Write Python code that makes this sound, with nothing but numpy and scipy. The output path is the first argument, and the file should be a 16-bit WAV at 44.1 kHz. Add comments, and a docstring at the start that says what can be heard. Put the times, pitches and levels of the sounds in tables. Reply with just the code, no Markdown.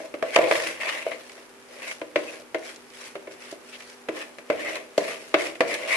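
"""A small hard kitchen: a metal fork beats thick dough in a plastic bowl held on a stone counter.
Blows ring the bowl's damped modes; hard ones make the fork clang. The tines stick and slip along
the wall, rasping and squeaking, while the sticky dough crackles and tears. Walls and counter
answer within milliseconds; an appliance hums faintly behind."""
import sys
import numpy as np
from scipy import signal
from scipy.fft import rfft, irfft, next_fast_len
from scipy.io import wavfile
from scipy.ndimage import uniform_filter1d, map_coordinates

SR = 44100
rng = np.random.default_rng(int(sys.argv[2]) if len(sys.argv) > 2 else 0)


def to_wav(s):
    """Save 16-bit WAV."""
    ch = np.atleast_2d(s).T  # columns
    pcm = np.round(np.clip(ch, -1, 1) * 32767)  # PCM
    wavfile.write(sys.argv[1], SR, pcm.astype(np.int16))


N = 262836

# Bowl modes, damped by hand and dough. Each row: frequency in Hz, level in dB, t60 in seconds.
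BOWL_MODES = [(124.6, -22, 0.062), (180, -31, 0.18), (271, -26.5, 0.16), (307.6, -14, 0.17),
              (324.6, -9, 0.12), (368.8, -12.5, 0.14), (407.6, -9, 0.11), (464.8, -20, 0.58),
              (489, -8.5, 0.12), (516.2, 1.5, 0.075), (580, -2, 0.14), (646.8, -2, 0.15),
              (710, -21.5, 0.48), (792, -12.5, 0.091), (1015, -21, 0.2), (1086, -20, 0.043)]
# Spectra of bare steel contact and of sliding tines. Each row: frequency in Hz, density in dB.
TICK_SPECTRUM = [(500, -7.5), (2500, -1.5), (4500, 2), (7000, -2), (11500, -12)]
RASP_SPECTRUM = [(150, -50), (600, -3.5), (880, -9.5), (1100, -2), (1380, -12), (1800, -0.5), (2150, 3),
                 (2550, 0), (3200, -9), (5000, -19), (11000, -26)]


def knocks():
    """Steel hits plastic: the whole bowl rings, with a dull thud, a wall clack and a contact tick."""
    # Each row: start in seconds, level in dB, favoured frequency in Hz, then boom, clack and tick
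    # in dB relative to the blow.
    blows = [(0.002, -29.5, 578, 3, -34.5, -34), (0.14, -23.5, 578, 6, -16, -45),
             (0.225, -15.5, 623, -2, -16, -35), (0.362, -4, 567, -30, -17, -53),
             (0.375, -14.5, 610, -28, -17, -50), (0.387, -8.5, 584, -8, -20, -56),
             (0.511, -8.5, 545, -16, -12, -44), (0.524, -36, 578, -5, -17, -3),
             (1.065, -18.5, 650, -12, -24, -43), (1.116, -28.5, 664, -1, -6, -34),
             (1.378, -40.5, 650, 7, -10.5, -20), (2.015, -24.5, 650, 4, -13.5, -38),
             (2.158, -12.5, 650, 5, -11, -36), (2.398, -36.5, 580, 11, -31, -15.5),
             (2.545, -17.5, 650, 1, -12.5, -31), (3.154, -26.5, 594, 7.5, -14, -38),
             (3.272, -29.5, 500, 5.5, -17.5, -38), (3.525, -30, 650, 5.5, -34, -19.5),
             (4.086, -18.5, 605, 8, -16, -30), (4.384, -34.5, 650, 6.5, -9, -17.5),
             (4.5, -11, 677, 4.5, -17, -51), (4.978, -10, 660, 1, -20, -22),
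             (5.341, -8.5, 664, 4, -10.5, -49), (5.606, -9.5, 490, 1.5, -11.5, -29)]
    # Spectra of the thud and of the wall's crowded upper modes. Each row: frequency in Hz, density in dB.
    thud_spectrum = [(25, -38), (80, -43), (130, -42), (210, -44), (310, 4.5), (600, 20), (760, -3),
                     (1500, 6.5), (5000, -21)]
    clack_spectrum = [(100, -40), (500, -19), (850, -8.5), (1100, -2), (1400, -6), (2050, 1), (2500, -3),
                      (3200, -12), (4500, -19.5), (11000, -40.5)]
    out, t = np.zeros((2, N + SR)), np.arange(SR // 4) / SR
    for start_s, db, favoured_hz, boom_db, clack_db, tick_db in blows:
        blow = amp(-8.5) * bowl_ring(t, favoured_hz, boom_db)
        blow += amp(-16) * burst(t, thud_spectrum, rise_s=0.0076, t60_s=0.014)
        blow += amp(clack_db) * burst(t, clack_spectrum, rise_s=0.00063, t60_s=0.046) * pan_left(1.1)
        blow += amp(tick_db) * burst(t, TICK_SPECTRUM, rise_s=0.000097, t60_s=0.059)
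        out[:, round(start_s * SR):][:, :len(t)] += amp(db) * blow
    return out[:, :N]


def bowl_ring(t, favoured_hz, boom_db, favour_db=3, scatter_db=1.5, rise_s=0.0022, damping=1.7):
    """Bowl modes after a blow: the struck spot favours some, the pressing fork damps them."""
    hz, db, t60_s = np.transpose(BOWL_MODES)[:, :, None]
    scatter, detune, offset, spread = rng.standard_normal((4, len(BOWL_MODES), 1))
    spot_db = favour_db * np.exp(-((hz - favoured_hz) / 40) ** 2) + boom_db * (hz < 430)
    phase = 2 * np.pi * hz * (1 + 0.0051 * detune) * t + 1.13 * offset
    attack = 1 - np.exp(-t / rise_s)
    envelope = attack * amp(db + spot_db + scatter_db * scatter - 60 * damping * t / t60_s)
    channels = [(envelope * np.sin(phase + side * 0.19 * spread)).sum(0) for side in (-1, 1)]
    return unit_onset(np.array(channels))


def scraping():
    """Stick-slip along the wall: the bowl drones, tines rasp, dough crackles, single strands pop."""
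    settle_db, pop_db, pop_floor_db = -63, -9, -62  # the floors keep the dough going between pushes
    drag, rasp, crackle = pushes()
    grip_db = 1.2 * wobble(25) + 1.6 * wobble(70) + 1.5 * wobble(300)  # pressure varies lump to lump
    drone = drag * amp(grip_db / 2) * stereo(slips(per_s=830, spread_db=5), bowl_response)
    tine_slips = stereo(slips(per_s=2000, spread_db=2.2), colour(RASP_SPECTRUM))
    tines = rasp * amp(grip_db) * air_pockets(tine_slips)
    # Tearing dough. Each row: frequency in Hz, density in dB.
    dough_spectrum = [(400, -27), (1500, 5), (3500, 0.5), (5500, 0.5), (7500, -4.5), (10500, -4),
                      (12000, -11)]
    tears = stereo(slips(per_s=2600, spread_db=2.2), colour(dough_spectrum))
    dough = np.hypot(crackle, amp(settle_db)) * amp(grip_db) * air_pockets(tears)
    strands = stereo(slips(per_s=45, spread_db=4), colour(dough_spectrum))
    pops = np.hypot(amp(pop_db) * crackle, amp(pop_floor_db)) * strands
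    return drone + tines * pan_left(1.3) + dough + pops


def pushes():
    """Drag, rasp and crackle envelopes: each push digs in, grips and tears harder, then eases off."""
    # Each row: start in seconds, length in seconds, then bowl drag, tine rasp and dough crackle in dB.
    strokes = [(0.0, .05, -42, -52, -52.5), (0.237, 0.071, -42, -44, -53),
               (0.341, 0.007, -52, -30.5, -38.5), (0.413, .075, -23.5, -32, -63),
               (0.505, 0.056, -36, -31, -33.5), (0.599, 0.089, -35.5, -31.5, -35),
               (0.823, 0.12, -40.5, -30.5, -45), (0.98, 0.16, -48, -40.5, -49.5),
               (1.184, 0.23, -56.5, -58.5, -54), (1.73, 0.034, -46.5, -51, -52),
               (1.825, 0.031, -49, -42, -49), (1.885, 0.013, -47, -41, -39), (2.192, 0.15, -47, -47, -48),
               (2.656, 0.035, -50.5, -45, -44), (2.965, .1, -56.5, -49, -46),
               (3.31, 0.03, -52.5, -52.5, -54), (3.407, 0.1, -59, -50.5, -50),
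               (3.657, 0.28, -59, -59, -52.5), (4.157, 0.067, -41, -41, -46.5),
               (4.552, 0.11, -38.5, -40, -50), (4.651, 0.12, -39, -37, -46), (5.033, 0.1, -41, -37, -42.5),
               (5.208, 0.081, -54.5, -54.5, -49.5), (5.407, 0.053, -34, -33, -38),
               (5.699, 0.05, -34.5, -32, -38), (5.78, 0.11, -37.5, -37, -45.5),
               (5.898, 0.066, -41, -29.5, -36.5)]
    rise_db_per_s, fall_db_per_s = 263, 224
    growth_db = (0, 1, 1)  # per layer, over one push
    t, power = np.arange(N) / SR, np.zeros((3, N))
    for start_s, length_s, *levels_db in strokes:
        near = slice(max(int((start_s - 0.5) * SR), 0), int((start_s + length_s + 0.5) * SR))
        age_s = t[near] - start_s
        shape_db = rise_db_per_s * np.minimum(age_s, 0) - fall_db_per_s * np.maximum(age_s - length_s, 0)
        ramp = np.clip(age_s / length_s, 0, 1) - 0.5
        for layer, db in enumerate(levels_db):
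            power[layer, near] += amp(db + shape_db + growth_db[layer] * ramp) ** 2
    return np.sqrt(power)


def bowl_response(hz):
    """Bowl modes as resonators under a continuous push."""
    total = 0
    for k, (mode_hz, db, t60_s) in enumerate(BOWL_MODES):
        width_hz = np.log(1000) / np.pi / t60_s
        total += (-1) ** k * amp(db) * 1j * hz / (mode_hz ** 2 - hz ** 2 + 1j * hz * width_hz)
    return total


def air_pockets(x, depth_db=3):
    """Pockets open and close in the dough, each a brief resonance."""
    spectra = signal.stft(x, nperseg=512)[2]
    patches = uniform_filter1d(rng.standard_normal(spectra.shape[1:]), size=3, axis=0)
    patches = uniform_filter1d(patches, size=4, axis=1)
    return unit(signal.istft(spectra * amp(depth_db * unit(patches)), nperseg=512)[1][:, :N])


def snaps():
    """A tine catches or a dough strand breaks, too briefly to ring the bowl."""
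    # Each row: start in seconds, level in dB, brightness in dB.
    catches = [(0.5537, -6, -20), (0.813, -12.5, -29), (1.2948, -26, -7), (1.318, -38, 5),
               (1.8195, -20, -27), (1.88, -30, 3), (1.912, -13.5, -15), (2.745, -44.5, 8),
               (2.7606, -42, 12.5), (2.902, -43.5, 8), (3.083, -45, -3), (3.32, -33, -4),
               (3.5143, -34.5, 8), (3.805, -24, -13), (3.822, -29, -6), (3.899, -36, 4), (4.7554, -16, -5),
               (5.554, -21.5, -27), (5.7407, -20.5, 4)]
    out, t = np.zeros((2, N + SR)), np.arange(SR // 16) / SR
    for start_s, db, bright_db in catches:
        body = amp(-20.5) * burst(t, RASP_SPECTRUM, rise_s=0.00099, t60_s=0.042)
        tick = amp(bright_db - 18.5) * burst(t, TICK_SPECTRUM, rise_s=0.000097, t60_s=0.029)
        out[:, round(start_s * SR):][:, :len(t)] += amp(db) * (body + tick)
    return out[:, :N]


def fork_resonances():
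    """Brief narrow resonances: the steel fork clangs on hard blows, the tines squeak as they scrape."""
    # Each row: peak time in seconds, swell sigma in seconds, centre in Hz, width in Hz, level in dB.
    clangs_and_squeaks = [(.3618, 0.0015, 2520, 300, -8), (.3623, 0.0029, 4670, 2150, -23.5),
                          (.526, 0.0019, 2180, 400, -21), (0.893, 0.0079, 2230, 890, -25),
                          (1.89, 0.016, 2220, 120, -34.5), (2.288, 0.012, 2560, 120, -37),
                          (3.747, 0.015, 2580, 900, -40.5), (4.68, 0.015, 2010, 150, -29.5),
                          (5.728, 0.023, 2190, 200, -29.5), (5.935, 0.019, 2167, 150, -21)]
    out, t = np.zeros((2, N + SR)), np.arange(-SR // 6, SR // 6) / SR
    for peak_s, sigma_s, centre_hz, width_hz, db in clangs_and_squeaks:
        resonance = lambda hz: (hz * width_hz / (centre_hz ** 2 - hz ** 2 + 2j * hz * width_hz)) ** 2
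        ring = stereo(slips(per_s=6900, spread_db=0.5, size=len(t)), resonance)
        swell = np.exp(-(t / sigma_s) ** 2 / 2)
        out[:, round((peak_s + t[0]) * SR):][:, :len(t)] += amp(db) * swell * ring
    return out[:, :N] * pan_left(1.3)


def kitchen(x, delay_s):
    """Wall and counter reflections; a fresh tail per block stands for the fork moving about."""
    # Room decay. Each row: frequency in Hz, t60 in seconds.
    decay = [(150, 0.97), (500, 0.47), (2000, 0.27), (10000, 0.39)]
    out, block = np.zeros((2, N + SR)), SR // 3
    for start in range(0, N, block):
        hz, t, spectra = signal.stft(rng.standard_normal((2, SR // 2)), SR, nperseg=256)
        fade = amp(-60 * t / along(decay, hz)[:, None])
        tail = signal.istft(spectra * fade, SR, nperseg=256)[1]
        tail = stereo(tail, np.ones_like) / np.sqrt(tail.shape[1])
        answer = signal.fftconvolve(x[:, start:start + block], tail, axes=1)
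        out[:, start + round(delay_s * SR):][:, :answer.shape[1]] += answer
    return out[:, :N]


def appliance_hum():
    """Low tones, slightly unsteady in level and phase."""
    # Each row: frequency in Hz, rms level in dB.
    tones = [(58, -104), (123, -77.5), (246, -60.5), (392, -60), (493, -62)]
    t, hum = np.arange(N) / SR, np.zeros(N)
    for hz, db in tones:
        peak = np.sqrt(2) * amp(db + 1.3 * wobble(17))
        hum += peak * np.sin(2 * np.pi * hz * t + 0.23 * wobble(12))
    return hum


def still_air():
    """Faint, steady room noise."""
    # Each row: frequency in Hz, density in dB.
    air_spectrum = [(25, 10), (60, -8.5), (90, -12.5), (180, -14), (240, -6.5), (420, -3), (600, -9),
                    (800, -6.5), (1300, -9), (2400, -11), (4000, -21), (12000, -22.5)]
    return amp(-48.5) * stereo(rng.standard_normal((2, N)), colour(air_spectrum))


def slips(per_s, spread_db, size=N):
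    """Two trains of randomly timed impulses of varying size."""
    shape = (2, size)
    fires = rng.random(shape) < per_s / SR
    return fires * rng.choice([-1, 1], shape) * amp(spread_db * rng.standard_normal(shape))


def burst(t, spectrum, rise_s, t60_s):
    """Decaying noise: many close modes struck together."""
    envelope = (1 - np.exp(-t / rise_s)) * amp(-60 * t / t60_s)
    return unit_onset(stereo(rng.standard_normal((2, len(t))), colour(spectrum)) * envelope)


def stereo(pair, response):
    """Two unrelated signals, filtered and blended to left and right at rms 1."""
    # Each row: frequency in Hz, left-right correlation.
    correlation = [(100, -0.24), (300, 0.45), (600, 0.62), (1200, 0.25), (2500, 0.062), (5500, -0.077),
                   (11000, -0.13)]

    def blend(hz):
        angle = np.arccos(np.clip(along(correlation, hz), -1, 1)) / 2
        return response(hz) * np.array([np.cos(angle), np.sin(angle)])

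    mid, side = filtered(pair, blend)
    return unit(np.array([mid + side, mid - side]))


def filtered(x, response):
    """x through a complex response, a function of Hz."""
    size = x.shape[-1]
    padded = next_fast_len(size + SR // 4)
    hz = np.fft.rfftfreq(padded, 1 / SR)
    return irfft(rfft(x, padded) * response(hz), padded)[..., :size]


def colour(spectrum):
    """Response of a (Hz, dB) table."""
    return lambda hz: amp(along(spectrum, hz))


def along(points, hz):
    """(Hz, value) points interpolated on a log axis."""
    knots_hz, values = np.transpose(points)
    return np.interp(np.log(hz + 1), np.log(knots_hz + 1), values)


def wobble(knots_per_s):
    """Smooth random curve."""
    knots = rng.standard_normal(int(N * knots_per_s / SR) + 4)
    return map_coordinates(knots, [np.arange(N) * knots_per_s / SR])


def amp(db):
    """Decibels to gain."""
    return 10 ** (np.asarray(db) / 20)


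def pan_left(db):
    """Channel gains: left up, right down."""
    return amp([[db], [-db]])


def unit(x):
    """x at rms 1."""
    return x / np.sqrt(np.mean(x ** 2) + 1e-20)


def unit_onset(x):
    """x at rms 1 over its first 20 ms."""
    return x / np.sqrt(np.mean(x[..., :SR // 50] ** 2) + 1e-20)


def scene():
    """Fork and bowl in the kitchen; the briefest sounds arrive almost dry."""
    beating = knocks() + scraping()
    accents = snaps() + fork_resonances()
    room = kitchen(amp(-7) * beating + amp(-21) * accents, delay_s=0.006)
    return beating + accents + room + appliance_hum() + still_air()


def record(dry):
    """Small microphones lose the deep bass; full-scale clipping and a steep band limit follow."""
    bass_hz, top_hz = 105, 12000
    thin = signal.sosfilt(signal.butter(2, bass_hz, "highpass", fs=SR, output="sos"), dry)
    return filtered(np.clip(thin, -1, 1), lambda hz: 1 / np.sqrt(1 + (hz / top_hz) ** 160))


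dry = scene()
out = record(dry)
to_wav(out)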